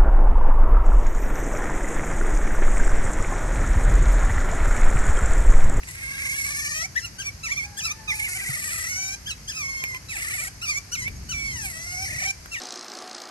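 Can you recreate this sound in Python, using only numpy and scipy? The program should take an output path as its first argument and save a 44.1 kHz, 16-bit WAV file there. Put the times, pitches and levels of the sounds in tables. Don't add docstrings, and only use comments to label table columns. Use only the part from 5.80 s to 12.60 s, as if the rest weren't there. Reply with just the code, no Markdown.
import sys
import numpy as np
from scipy import signal
from scipy.fft import rfft, irfft
from scipy.io import wavfile
from scipy.ndimage import uniform_filter1d, map_coordinates

SR = 44100
rng = np.random.default_rng(int(sys.argv[2]) if len(sys.argv) > 2 else 0)


def store_wav(level_fs):
    pcm = np.round(np.clip(np.atleast_2d(level_fs), -1, 1) * 32767)
    wavfile.write(sys.argv[1], SR, pcm.T.astype(np.int16))


def boost(x):
    u = np.asarray(x, float) / 20
    return 10 ** u


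N = 299880
T = np.arange(N) / SR
HZ = np.arange(N // 2 + 1) * SR / N + 1e-3


def rms_one(x):
    return x / np.sqrt(np.mean(x ** 2) + 1e-20)


def at_hz(points, hz):
    table_hz, table_db = np.transpose(points)
    return np.interp(np.log(hz), np.log(table_hz), table_db)


def over_time(points):
    return np.interp(T, *np.transpose(points))


def colour(x, gain):
    return irfft(rfft(x) * gain, N)


def drift(rate_hz):
    r = np.exp(-2 * np.pi * rate_hz / SR)
    noise = rng.standard_normal(N + SR)
    settled = signal.lfilter([1], [1, -2 * r, r * r], noise)[SR:]
    return rms_one(settled)


def joined(tables, column):
    rows = np.concatenate(tables)
    return np.interp(T, rows[:, 0], rows[:, column])


def gate(tables, rise_s, fall_s):
    total = 0
    for rows in tables:
        rise = (T - rows[0][0]) / rise_s
        fall = (rows[-1][0] - T) / fall_s
        total = total + np.clip(np.minimum(rise, fall), 0, 1)
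    return total


def background(alike_hz=450, hiss_db=-46.5):
    # f/Hz, relative level/dB per Hz
    hiss_shape = [(180, -44), (300, 0), (1440, -2), (2200, 1), (3500, -11), (4700, 2), (6400, 1.5),
                  (7200, -5.5), (8800, -9), (10700, -6), (11700, -6), (13300, -74)]
    # f/Hz, relative level/dB per Hz
    rumble_shape = [(25, -17), (50, 6), (105, 5), (200, -6), (400, -19), (800, -69.5)]
    # t/s, level/dB
    rumble_level = [(0.0, -44.5), (5.1, -46), (5.25, -37), (5.75, -39.5), (6.1, -45.5), (6.35, -40),
                    (6.55, -47.5)]
    common, own = rng.standard_normal(N), rng.standard_normal((2, N))
    alike = 1 / (1 + (HZ / alike_hz) ** 2)
    low = boost(at_hz(rumble_shape, HZ))
    rumble = rms_one(colour(common, low * np.sqrt(alike)) + colour(own, low * np.sqrt(1 - alike)))
    hiss = rms_one(colour(rng.standard_normal((2, N)), boost(at_hz(hiss_shape, HZ))))
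    rumble_db = over_time(rumble_level) + [[.6], [-.6]]
    return rumble * boost(rumble_db) + hiss * boost(hiss_db)


def surroundings(x, early_s, late_db, late_s):
    age = T[:SR // 2]
    shape = np.exp(-age / early_s) + boost(late_db) * np.exp(-age / late_s)
    echoes = rng.standard_normal((2, len(age))) * shape / np.sqrt(np.sum(shape ** 2))
    return signal.fftconvolve(x[None], echoes, axes=1)[:, :N]


def insect(pip_hz=6500, pip_db=-53, pips_per_s=12, peak_s=.003):
    begins = (rng.random(N) < 2 * pips_per_s / SR) * (drift(3.0) > 0)
    starts = begins * boost(2 * rng.standard_normal(N))
    age = T[:SR // 40]
    swell = age / peak_s * np.exp(1 - age / peak_s)
    pips = signal.fftconvolve(starts, swell)[:N]
    return boost(pip_db) * pips * np.sin(2 * np.pi * pip_hz * T)


def ticks(cycles=22.0, rattle_db=-9, rattle_s=0.0019):
    # t/s, starting level of the ring before the mix/dB, f of the ring/Hz
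    touches = [(2.692, -25, 134.3), (4.039, -12, 2353), (4.147, -19, 2420), (5.28, -17, 2330),
               (6.659, -22, 1513)]
    out, mesh = np.zeros(N), rng.standard_normal(N)
    for s, db, hz in touches:
        age = np.maximum(T - s, 0)
        body = np.sin(2 * np.pi * hz * age) * boost(-60 * age * hz / cycles)
        rattle = boost(rattle_db) * mesh * np.exp(-age / rattle_s) * min(hz / 1500, 1)
        out += boost(db) * (T >= s) * (body + rattle)
    return out


def far_otter():
    # t/s, middle pitch f/Hz, level before flutter and mix/dB
    whines = [
        [(1.82, 820, -53.5), (2.02, 818, -56.5)],
        [(2.03, 904, -59), (2.4, 858, -47.5), (2.7, 840, -100)],
    ]
    partials_db = [2, -3, -15]
    pitch = joined(whines, 1) * np.exp(0.011 * drift(62.0))
    phase = 2 * np.pi * np.cumsum(pitch) / SR
    tone = sum(boost(db) * np.sin((k + 1) * phase) for k, db in enumerate(partials_db))
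    level = boost(joined(whines, 2) + 3 * drift(28))
    return tone * level * gate(whines, rise_s=0.027, fall_s=0.011)


def calls(flick_peak_s=0.027, flick_swell_db=4.5, flick_longest_s=.09):
    # start t/s, start f/Hz, peak f/Hz, level below 4 kHz/dB, level above 4 kHz/dB
    flicks = [(1.153, 1577, 2053, -16, -30.5), (1.381, 1483, 1580, -26, -30),
              (1.628, 1290, 1331, -30, -30.5), (1.965, 1565, 1770, -28, -29.5),
              (2.273, 1267, 1241, -24.5, -32.5), (3.457, 1416, 1727, -28.5, -32.5),
              (3.673, 1514, 1807, -30, -26.5), (4.282, 1288, 1305, -34, -34.5),
              (4.811, 1234, 1453, -30, -31), (5.115, 1345, 1530, -29, -22.5),
              (5.485, 1442, 1550, -31, -28.5), (6.711, 1353, 1351, -31.5, -33)]
    # t/s, middle pitch f/Hz, then the same two levels/dB
    bodies = [
        [(.025, 541, -31, -44), (.058, 524, -57, -49), (.082, 540, -41, -45), (.108, 521, -42, -37.5),
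         (.135, 542, -44, -42), (.25, 557.2, -33.5, -40.5), (.5, 567.3, -29.5, -31.5), (.8, 591.7, -32, -28.5),
         (.92, 621.6, -30.5, -27.5), (1.015, 641.5, -27, -27), (1.066, 787, -32.5, -31)],
        [(1.217, 1340, -54, -38), (1.25, 1398, -27.5, -32.5), (1.295, 1029, -68, -45)],
        [(1.437, 1133, -46, -40.5), (1.47, 1216, -31.5, -29), (1.501, 1101, -31, -40)],
        [(1.692, 911, -30.5, -36), (1.724, 1202, -23.5, -29.5), (1.752, 1020, -40, -38),
         (1.78, 1192, -27, -30.5), (1.82, 1050, -31.5, -42), (1.866, 1272, -37, -34)],
        [(2.019, 1170, -38, -33.5), (2.058, 1325, -26, -21.5), (2.092, 1127, -35, -36.5),
         (2.127, 1260, -23, -23)],
        [(2.325, 1007, -24, -31), (2.375, 1270, -45, -36.5), (2.403, 1096, -30, -34), (2.45, 1170, -30.5, -34),
         (2.48, 1005, -29, -37), (2.484, 731, -37, -30), (2.6, 648.4, -32, -34), (2.85, 565.6, -33.5, -31),
         (3.07, 628, -29.5, -30), (3.095, 721, -31.5, -28.5), (3.356, 792.6, -34.5, -29)],
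        [(3.516, 1303, -31, -29.5), (3.54, 1278, -40, -67)],
        [(3.732, 1210, -43, -41), (3.773, 1318, -33, -29), (3.835, 1098, -31.5, -34), (4.18, 1038, -31, -40)],
        [(4.334, 943, -33, -38), (4.382, 704, -34.5, -35.5), (4.46, 725, -31, -33), (4.65, 748.6, -31.5, -32),
         (4.691, 841, -34, -33)],
        [(4.873, 1140, -36.5, -32), (4.899, 1247, -24, -23), (4.933, 1038, -31, -33.5),
         (4.993, 1214, -28, -26.5)],
        [(5.168, 1041, -35, -40), (5.19, 1073, -29.5, -35), (5.23, 962, -32.5, -31.5),
         (5.292, 1163, -27.5, -51)],
        [(5.541, 1148, -32, -34), (5.7, 1102, -31.5, -35), (5.81, 862, -35, -31.5), (5.933, 646.7, -38, -37.5),
         (6.08, 694.4, -35.5, -35), (6.256, 776, -32, -28), (6.3, 732, -33, -35), (6.519, 793.6, -26.5, -27.5)],
        [(6.767, 950, -29.5, -43), (6.797, 884, -31, -34)],
    ]
    out = []
    for rows in bodies:
        head = []
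        for s, hz, peak_hz, low_db, high_db in flicks:
            if 0 < rows[0][0] - s < flick_longest_s:
                head.append((s, hz, low_db - flick_swell_db, high_db - flick_swell_db))
                head.append((s + flick_peak_s, peak_hz, low_db, high_db))
        out.append(head + rows)
    return out


def unsteady_pitch(sung, rough, waver=.012, jitter=0.026, warble_hz=19):
    # t/s, swing as natural log of the pitch ratio (+ jumps up, - dips down)
    warble_swing = [(.9, -.07), (1.0, 0), (2.5, 0), (2.6, .22), (3.05, .14), (3.1, 0), (4.35, 0),
                    (4.4, -.25), (4.66, -.25), (4.7, 0), (6.25, 0), (6.26, -.27), (6.45, -.27), (6.47, 0)]
    aim = uniform_filter1d(joined(sung, 1), size=220)
    beat = np.sin(2 * np.pi * np.cumsum(warble_hz * np.exp(.4 * drift(8))) / SR)
    warble_depth = np.minimum(np.abs(drift(10)) + .5, 1)
    warble = over_time(warble_swing) * (1 + beat) / 2 * warble_depth
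    return aim * np.exp(waver * drift(14) + warble + rough * jitter * drift(243.0))


def clear_voice(pitch, phase, rough, split_hz, flicker_db=4, halving=1.8):
    # f/Hz, relative level/dB
    throat = [(500, -3.5), (800, 12.5), (1100, -2.5), (1650, 11), (2150, 19.5), (2650, -1), (3050, -1.5),
              (3600, -8.5), (4300, -4.5), (5200, 5.5), (6000, 11.5), (7600, -8), (10600, -6.5),
              (13300, -23)]
    # t/s, added level/dB
    lowest_level = [(1.6, -8), (3.7, -17.5), (3.9, 11), (4.3, -9), (5.9, -7.5), (6.2, 2), (6.7, -14)]
    smooth_pitch = uniform_filter1d(pitch, size=200)
    tone, power = np.zeros((2, N)), np.full((2, N), 1e-9)
    lowest = boost(over_time(lowest_level))
    for k in range(1, 25):
        hz = k * smooth_pitch
        height = boost(at_hz(throat, hz) + flicker_db * drift(21.9)) * (hz < 13300)
        if k == 1:
            height = height * lowest
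        upper = np.clip((hz - split_hz) / 400 + .5, 0, 1)
        share = np.sqrt([1 - upper, upper])
        tone += share * height * np.sin(k * phase + k * k)
        power += (share * height) ** 2 / 2
    now_and_then = np.maximum(drift(28), 0)
    depth = np.clip(halving * np.maximum(rough - .3, 0) * now_and_then, 0, 1)
    return tone * (1 + depth * np.cos(phase / 2)) / np.sqrt(power)


def breath(phase, rough, split_hz, pulsing=0.15, sizzle_hz=7500, sizzle_db=18):
    # f/Hz, relative level/dB
    mouth = [(500, -11), (1600, -19), (2100, -3), (2600, 1), (3300, -6.5), (4500, 4), (8000, 10.5),
             (9400, -1), (10500, 13.5), (13300, -20.5)]
    puffs = rng.standard_normal(N) * (1 + pulsing * np.cos(phase))
    shape = boost(at_hz(mouth, HZ))
    low = rms_one(colour(puffs, shape * (HZ < split_hz)))
    high = rms_one(colour(puffs, shape * (HZ >= split_hz)))
    sizzle = colour(high, HZ > sizzle_hz)
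    high = high + sizzle * (boost(sizzle_db * np.minimum(rough - .42, .15)) - 1)
    return np.array([low, high])


def near_otter(split_hz=4000, low_rasp=0.38, high_rasp=1.87, flutter_db=3.5):
    # t/s, roughness (0 to 1)
    roughness = [(.15, 1), (.25, .5), (.8, .45), (.95, .3), (1.1, .18), (2.31, .2), (2.36, .6), (3.0, .55),
                 (3.16, .2), (4.2, .12), (4.38, .6), (4.7, .55), (4.8, .17), (5.8, .24), (5.86, .65),
                 (6.02, .35), (6.25, .28), (6.3, .45), (6.48, .3)]
    sung = calls()
    rough = np.clip(over_time(roughness), 0, 1)
    pitch = unsteady_pitch(sung, rough)
    phase = 2 * np.pi * np.cumsum(pitch) / SR
    tone = clear_voice(pitch, phase, rough, split_hz)
    rasp = breath(phase, rough, split_hz)
    noisy = np.clip(rough * [[low_rasp], [high_rasp]], 0, 1)
    voice = np.sqrt(1 - noisy ** 2) * tone + noisy * rasp
    level_db = np.array([joined(sung, 2), joined(sung, 3)])
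    level = boost(level_db + flutter_db * rough * drift(74))
    return (voice * level).sum(axis=0) * gate(sung, rise_s=0.01, fall_s=0.009)


def right_side(near, sway_s=.00003):
    # f/Hz, level/dB
    shadow = [(300, -5), (700, -33), (1200, -21.5), (2300, 6.5), (3200, 0.5), (5300, -4), (8000, -1)]
    # t/s, delay/s
    lag = [(0, 0.0002), (6.8, 0.00026)]
    heard_at = T - over_time(lag) - sway_s * drift(1.83)
    lagged = map_coordinates(near, [heard_at * SR], order=3)
    return colour(lagged, boost(at_hz(shadow, HZ)))


def scene():
    near = near_otter() + ticks()
    far = far_otter()
    room = boost(-9.5) * surroundings(near + 2 * far, early_s=0.011, late_db=-19.5, late_s=0.068)
    near_sides = boost(-2.5) * np.array([near, right_side(near)])
    far_sides = far * boost(np.array([[3], [-3]]))
    return near_sides + far_sides + room + background() + insect()


def low_pass(x):
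    return signal.sosfilt(signal.butter(12, 13560, fs=SR, output="sos"), x)


def record(dry):
    # f/Hz, angle/radians
    top_turn = [(8600, 0), (10100, np.pi), (12000, 2.15 * np.pi)]
    left, right = rfft(dry)
    turn_hz, turn = np.transpose(top_turn)
    top = np.clip((HZ - turn_hz[0]) / 400 + 1, 0, 1)
    turned = left * np.exp(1j * np.interp(HZ, turn_hz, turn))
    right = (1 - top) * right + top * turned
    mix = irfft(np.array([left, right]), N)
    return low_pass(mix)


dry = scene()
out = record(dry)
store_wav(out)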